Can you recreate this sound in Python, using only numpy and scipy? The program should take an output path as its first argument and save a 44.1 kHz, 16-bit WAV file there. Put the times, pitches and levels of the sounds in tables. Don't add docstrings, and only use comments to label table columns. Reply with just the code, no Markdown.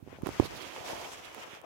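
import sys
import numpy as np
from scipy import signal
from scipy.fft import rfft, irfft, next_fast_len
from scipy.io import wavfile

SR = 44100
rng = np.random.default_rng(int(sys.argv[2]) if len(sys.argv) > 2 else 0)


def dump(signal):
    limited = np.clip(np.atleast_2d(signal).T, -1, 1)
    pcm = np.round(limited * 32767).astype(np.int16)
    wavfile.write(sys.argv[1], SR, pcm)


N = 72765
TIME = np.arange(N) / SR


def undb(db):
    return 10 ** (np.asarray(db) / 20)


def curve(table, col):
    rows = np.array(table, float)
    return np.interp(TIME, rows[:, 0], rows[:, col])


def unit(x):
    return x / np.sqrt(np.mean(x ** 2))


def ports(pan_db):
    gains = undb(np.array([pan_db, -pan_db]) / 2).reshape(2, -1)
    return gains / np.sqrt(np.sum(gains ** 2, axis=0))


def lowpass(x, order, hz):
    return signal.sosfilt(signal.butter(order, hz, fs=SR, output="sos"), x)


def colour(x, points):
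    hz, db = np.array(points, float).T
    size = 2 * next_fast_len(N)
    freqs = np.maximum(np.arange(size // 2 + 1) * SR / size, 1)
    octaves_outside = np.maximum(np.log2(hz[0] / freqs), 0) + np.maximum(np.log2(freqs / hz[-1]), 0)
    shape_db = np.interp(np.log(freqs), np.log(hz), db) - 18 * octaves_outside
    cepstrum = irfft(np.log(undb(shape_db)))
    cepstrum[1:size // 2] *= 2
    cepstrum[size // 2 + 1:] = 0
    return irfft(rfft(x, size) * np.exp(rfft(cepstrum)))[..., :N]


def wander(rate_hz):
    return np.array([np.interp(TIME * rate_hz, np.arange(N), row) for row in rng.standard_normal((2, N))])


def swell(at, width_s):
    return np.exp(-((TIME - at) / width_s) ** 2 / 2)


def burst(at, decay_s):
    return (TIME >= at) * np.exp(-np.abs(TIME - at) / decay_s)


def friction(spectrum, flutter_db):
    hairs_per_s, spread_db, smooth_share, flutter_hz = 7000, 3.5, 0.57, 60.06
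    slips = (rng.random((2, N)) < hairs_per_s / SR) * np.sign(rng.standard_normal((2, N)))
    sizes = undb(spread_db * np.minimum(rng.exponential(size=(2, N)), 6))
    clicks = np.sqrt(1 - smooth_share) * unit(slips * sizes)
    rub = np.sqrt(smooth_share) * rng.standard_normal((2, N))
    force = (clicks + rub) * undb(flutter_db * wander(flutter_hz))
    rows = np.array(spectrum)
    return np.array([unit(colour(force[side], rows[:, [0, side + 1]])) for side in range(2)])


# (frequency [Hz], relative level [dB])
MIC_NOISE_SPECTRUM = [(300,6),(1500,0),(6000,-4),(15000,0)]
def mic_noise():
    return unit(colour(rng.standard_normal((2, N)), MIC_NOISE_SPECTRUM)) * undb(-73)


# (frequency [Hz], relative left [dB], relative right [dB])
RUMBLE_SPECTRUM = [(20.1,-23,-1.5),(49.3,3.5,-10.5),(95,-1.5,-8),(210,-9,-13),(408,-11,-20.5),(850,-53.5,-30.5)]
# (time [s], left level [dB], right level [dB])
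RUMBLE_LEVELS = [(0,-64,-54.5),(.225,-49,-47.5),(.25,-61,-60),(.31,-44,-48),(.37,-54,-52),(.42,-49,-33.5),(.49,-52.5,-48),(.61,-56,-48.5),(.73,-64,-59.5),(.92,-53,-59),(1.65,-70,-65)]
def handling_rumble():
    level = undb([curve(RUMBLE_LEVELS, 1), curve(RUMBLE_LEVELS, 2)])
    return friction(RUMBLE_SPECTRUM, flutter_db=2) * level


# (frequency [Hz], relative left [dB], relative right [dB])
DRONE_SPECTRUM = [(102,-37,-15),(220,-15,-5.5),(283,0.5,-0.5),(473,6.5,-0.5),(710,7,-1),(1033,5,-6),(1250,-4.5,-5.5),(2200,-55,-28.5)]
# (time [s], left level [dB], right level [dB])
DRONE_LEVELS = [(0,-67,-58),(.06,-77,-82),(.11,-53,-56),(.18,-58,-65),(.245,-51.5,-48),(.275,-46,-47.5),(.33,-53.5,-46.5),(.39,-48.5,-50.5),(.438,-47,-41.5),(.466,-53,-41.5),(.48,-53.5,-53),(.56,-51,-41.5),(.68,-51.5,-45.5),(.73,-61,-44.5),(.77,-45.5,-47.5),(.84,-48,-45),(.915,-39,-41.5),(.96,-49,-45.5),(1.06,-43.5,-46.5),(1.12,-48,-50.5),(1.22,-52.5,-52),(1.34,-54.5,-52),(1.38,-53.5,-44.5),(1.44,-46.5,-55.5),(1.47,-55,-49),(1.575,-48,-55),(1.615,-63,-56.5),(1.645,-45,-56)]
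def case_drone():
    level = undb([curve(DRONE_LEVELS, 1), curve(DRONE_LEVELS, 2)])
    return friction(DRONE_SPECTRUM, flutter_db=2) * level


# (frequency [Hz], relative left [dB], relative right [dB])
HOLLOW_SPECTRUM = [(390,-26.5,-20.5),(540,-9,2.5),(700,6,2.5),(880,-4,-2.5),(1300,-19,-15)]
def hollow_ring():
    return friction(HOLLOW_SPECTRUM, flutter_db=3) * swell(0.906, width_s=0.1) * undb(-44)


# (frequency [Hz], relative level [dB], free t60 [s])
CASE_RESONANCES = [(83,-2.5,0.031),(322,5.5,0.018),(810,2,0.0061),(1200,16.5,0.0074)]
# (time [s], thud peak [dB], contact [ms], share of free t60 [ratio], left minus right [dB])
CASE_BUMPS = [(0.028,-31.5,3.3,0.65,-32),(0.066,-39,1.25,0.19,-8),(.076,-30,1.16,0.69,-23),(0.084,-35,0.94,0.28,-8),(0.1291,-30,1.16,0.45,-14),(0.187,-31.5,1.16,0.17,0),(0.2345,-18,2.3,0.38,-35),(0.2623,-21.5,0.94,0.37,-31),(0.2672,-24,2.7,0.22,-24),(0.27,-15,0.65,0.44,-22),(0.2728,-21,0.87,0.44,-28),(0.29,-18.5,1.17,0.66,-37),(.399,-2,1.06,1,-35),(0.4257,-20.5,1.1,0.12,-24),(.456,-23.5,1.2,0.13,-25),(0.668,-36.5,2.3,0.71,14),(0.808,-38.5,3.9,0.38,-23),(0.933,-23.5,0.8,0.3,29),(1.534,-36,1.5,0.39,-29)]
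def bumps():
    out = np.zeros((2, N))
    age = TIME[:SR // 8]
    scuff_noise = unit(lowpass(rng.standard_normal(N), order=1, hz=1990))
    for at, db, contact_ms, ring_share, pan_db in CASE_BUMPS:
        phase = np.clip((TIME - at) * 1000 / contact_ms, -1, 1)
        push = np.cos(np.pi * phase / 2) ** 4
        ring = np.zeros_like(age)
        for hz, mode_db, t60 in CASE_RESONANCES:
            pole = 2j * np.pi * hz - np.log(1000) / (t60 * ring_share)
            ring += undb(mode_db) * np.imag(pole * np.exp(pole * age)) / abs(pole)
        thud = signal.fftconvolve(push, ring)[:N]
        scuff = scuff_noise * burst(at, decay_s=0.0014) * undb(-29) / contact_ms
        out += (scuff - thud / np.abs(thud).max()) * undb(db) * ports(pan_db)
    return out


# (time [s], relative level [dB], left minus right [dB], dull above [Hz])
PORT_CLICKS = [(0.2212,-32,18,14100),(0.26,-20,-22,6000),(.2702,-17.5,-32,14900),(0.291,-23,-15,9400),(.3992,-25,-21,10000),(0.763,-20.5,-10,6000),(1.3474,-25.5,-30,17000),(1.616,-34.5,-22,17000)]
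# (frequency [Hz], gain [dB])
CLICK_SPECTRUM = [(900,11.5),(3000,-5),(5000,-15.5),(7500,-8),(11000,-6),(16000,-8)]
def port_clicks():
    out = np.zeros((2, N))
    for at, db, pan_db, dull_hz in PORT_CLICKS:
        rasp = 0.056 * rng.standard_normal(N) * burst(at, decay_s=0.00095)
        snap = signal.unit_impulse(N, int(at * SR)) + rasp
        out += lowpass(snap, order=2, hz=dull_hz) * undb(db + 10.5) * ports(pan_db)
    return colour(out, CLICK_SPECTRUM)


# (time [s], width [s], level [dB], left minus right [dB])
TUFT_PASSES = [(.453,.013,-38.5,-18),(.57,.011,-45,-14),(.621,.011,-43,-16),(1.0,.008,-47.5,-3),(1.133,.018,-49.5,8),(1.254,.008,-49,-8)]
# (frequency [Hz], relative left [dB], relative right [dB])
TUFT_SPECTRUM = [(3000,-12,-5),(4170,-9,4),(7700,-2,-13.5),(11400,-13,-8.5),(14400,-28,-15)]
def tuft_swishes():
    level = sum(swell(at, width_s) * undb(db) * ports(pan_db) for at, width_s, db, pan_db in TUFT_PASSES)
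    return friction(TUFT_SPECTRUM, flutter_db=1.5) * level


def fur_cover(x):
    start_s, ramp_s, depth = 1.02, 0.048, 0.3
    notch_hz, width_hz, drift = 4400, 800, 0.04
    cover = depth * np.clip((TIME - start_s) / ramp_s, 0, 1)
    centre_hz = notch_hz * (1 + drift * wander(rate_hz=10.1))
    carrier = np.exp(2j * np.pi * np.cumsum(centre_hz, axis=1) / SR)
    band = signal.sosfiltfilt(signal.butter(2, width_hz / 2, fs=SR, output="sos"), x / carrier)
    return x - cover * 2 * np.real(band * carrier)


# (frequency [Hz], relative left [dB], relative right [dB])
BRUSH_SPECTRUM = [(593,-21.5,-10.5),(1110,2,-0.5),(2460,0.5,2.5),(3340,-6,2),(3450,-8,0),(4000,-25,-9),(5650,-43.5,-43)]
HISS_SPECTRUM = [(2880,-15.5,-67),(3750,-3.5,-3.5),(5000,-1.5,-4),(6650,-4,-5),(7600,-7.5,-11),(10400,-17,-12),(11400,-13,-12),(15400,-18,-20)]
# (time [s], brushing level [dB], hiss level [dB])
LEFT_PORT_STROKES = [(0.0, -80.5, -87), (0.105, -55.5, -67.5), (0.15, -52, -70), (0.175, -59, -68.5),
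                     (0.225, -75, -75), (0.265, -55, -61), (0.338, -46, -52.5), (0.72, -55.5, -56.5),
                     (0.767, -51, -54.5), (0.84, -60, -59.5), (0.853, -52, -50), (0.907, -43.5, -48.5),
                     (0.942, -51.5, -57.5), (1.057, -53, -51), (1.14, -53.5, -51.5), (1.183, -54, -56),
                     (1.225, -52.5, -54), (1.347, -54, -60.5), (1.397, -56, -54.5), (1.44, -44.5, -54),
                     (1.46, -54, -61.5), (1.553, -54, -57), (1.625, -62, -76), (1.65, -52, -68)]
RIGHT_PORT_STROKES = [(0.0, -76, -86), (0.161, -63, -70), (0.22, -71.5, -71), (0.265, -45, -49.5),
                      (0.298, -55, -59), (0.43, -45.5, -56.5), (0.442, -46, -65), (0.467, -42.5, -60.5),
                      (0.477, -56.5, -61), (0.54, -47, -56), (0.643, -45, -55.5), (0.845, -47.5, -53.5),
                      (0.858, -43, -49), (0.912, -41, -45), (0.96, -46.5, -53), (1.02, -44, -50.5),
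                      (1.109, -51, -55.5), (1.127, -43.5, -52.5), (1.163, -49.5, -64), (1.183, -48, -54),
                      (1.218, -56, -65), (1.248, -43, -62.5), (1.332, -53, -59.5), (1.367, -51, -55),
                      (1.44, -44.5, -58), (1.452, -55.5, -64.5), (1.535, -47.5, -57.5),
                      (1.567, -47.5, -63.5), (1.65, -69.5, -76)]
def fur_brushing():
    brush_trim_db, hiss_trim_db = 0.4, 1.28
    brush_level = undb([curve(LEFT_PORT_STROKES, 1), curve(RIGHT_PORT_STROKES, 1)])
    hiss_level = undb([curve(LEFT_PORT_STROKES, 2), curve(RIGHT_PORT_STROKES, 2)])
    brush = friction(BRUSH_SPECTRUM, flutter_db=1.5) * brush_level
    hiss = friction(HISS_SPECTRUM, flutter_db=1.5) * hiss_level
    return undb(brush_trim_db) * brush + undb(hiss_trim_db) * hiss


def scene():
    fur = fur_cover(fur_brushing() + tuft_swishes())
    case = case_drone() + hollow_ring() + handling_rumble() + bumps()
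    return fur + case + port_clicks() + mic_noise()


def record(dry):
    low_cut_hz, top_hz = 73.5, 16000
    lean = signal.sosfilt(signal.butter(2, low_cut_hz, "high", fs=SR, output="sos"), dry)
    return signal.sosfilt(signal.ellip(10, .2, 70, top_hz, fs=SR, output="sos"), lean)


dry = scene()
out = record(dry)
dump(out)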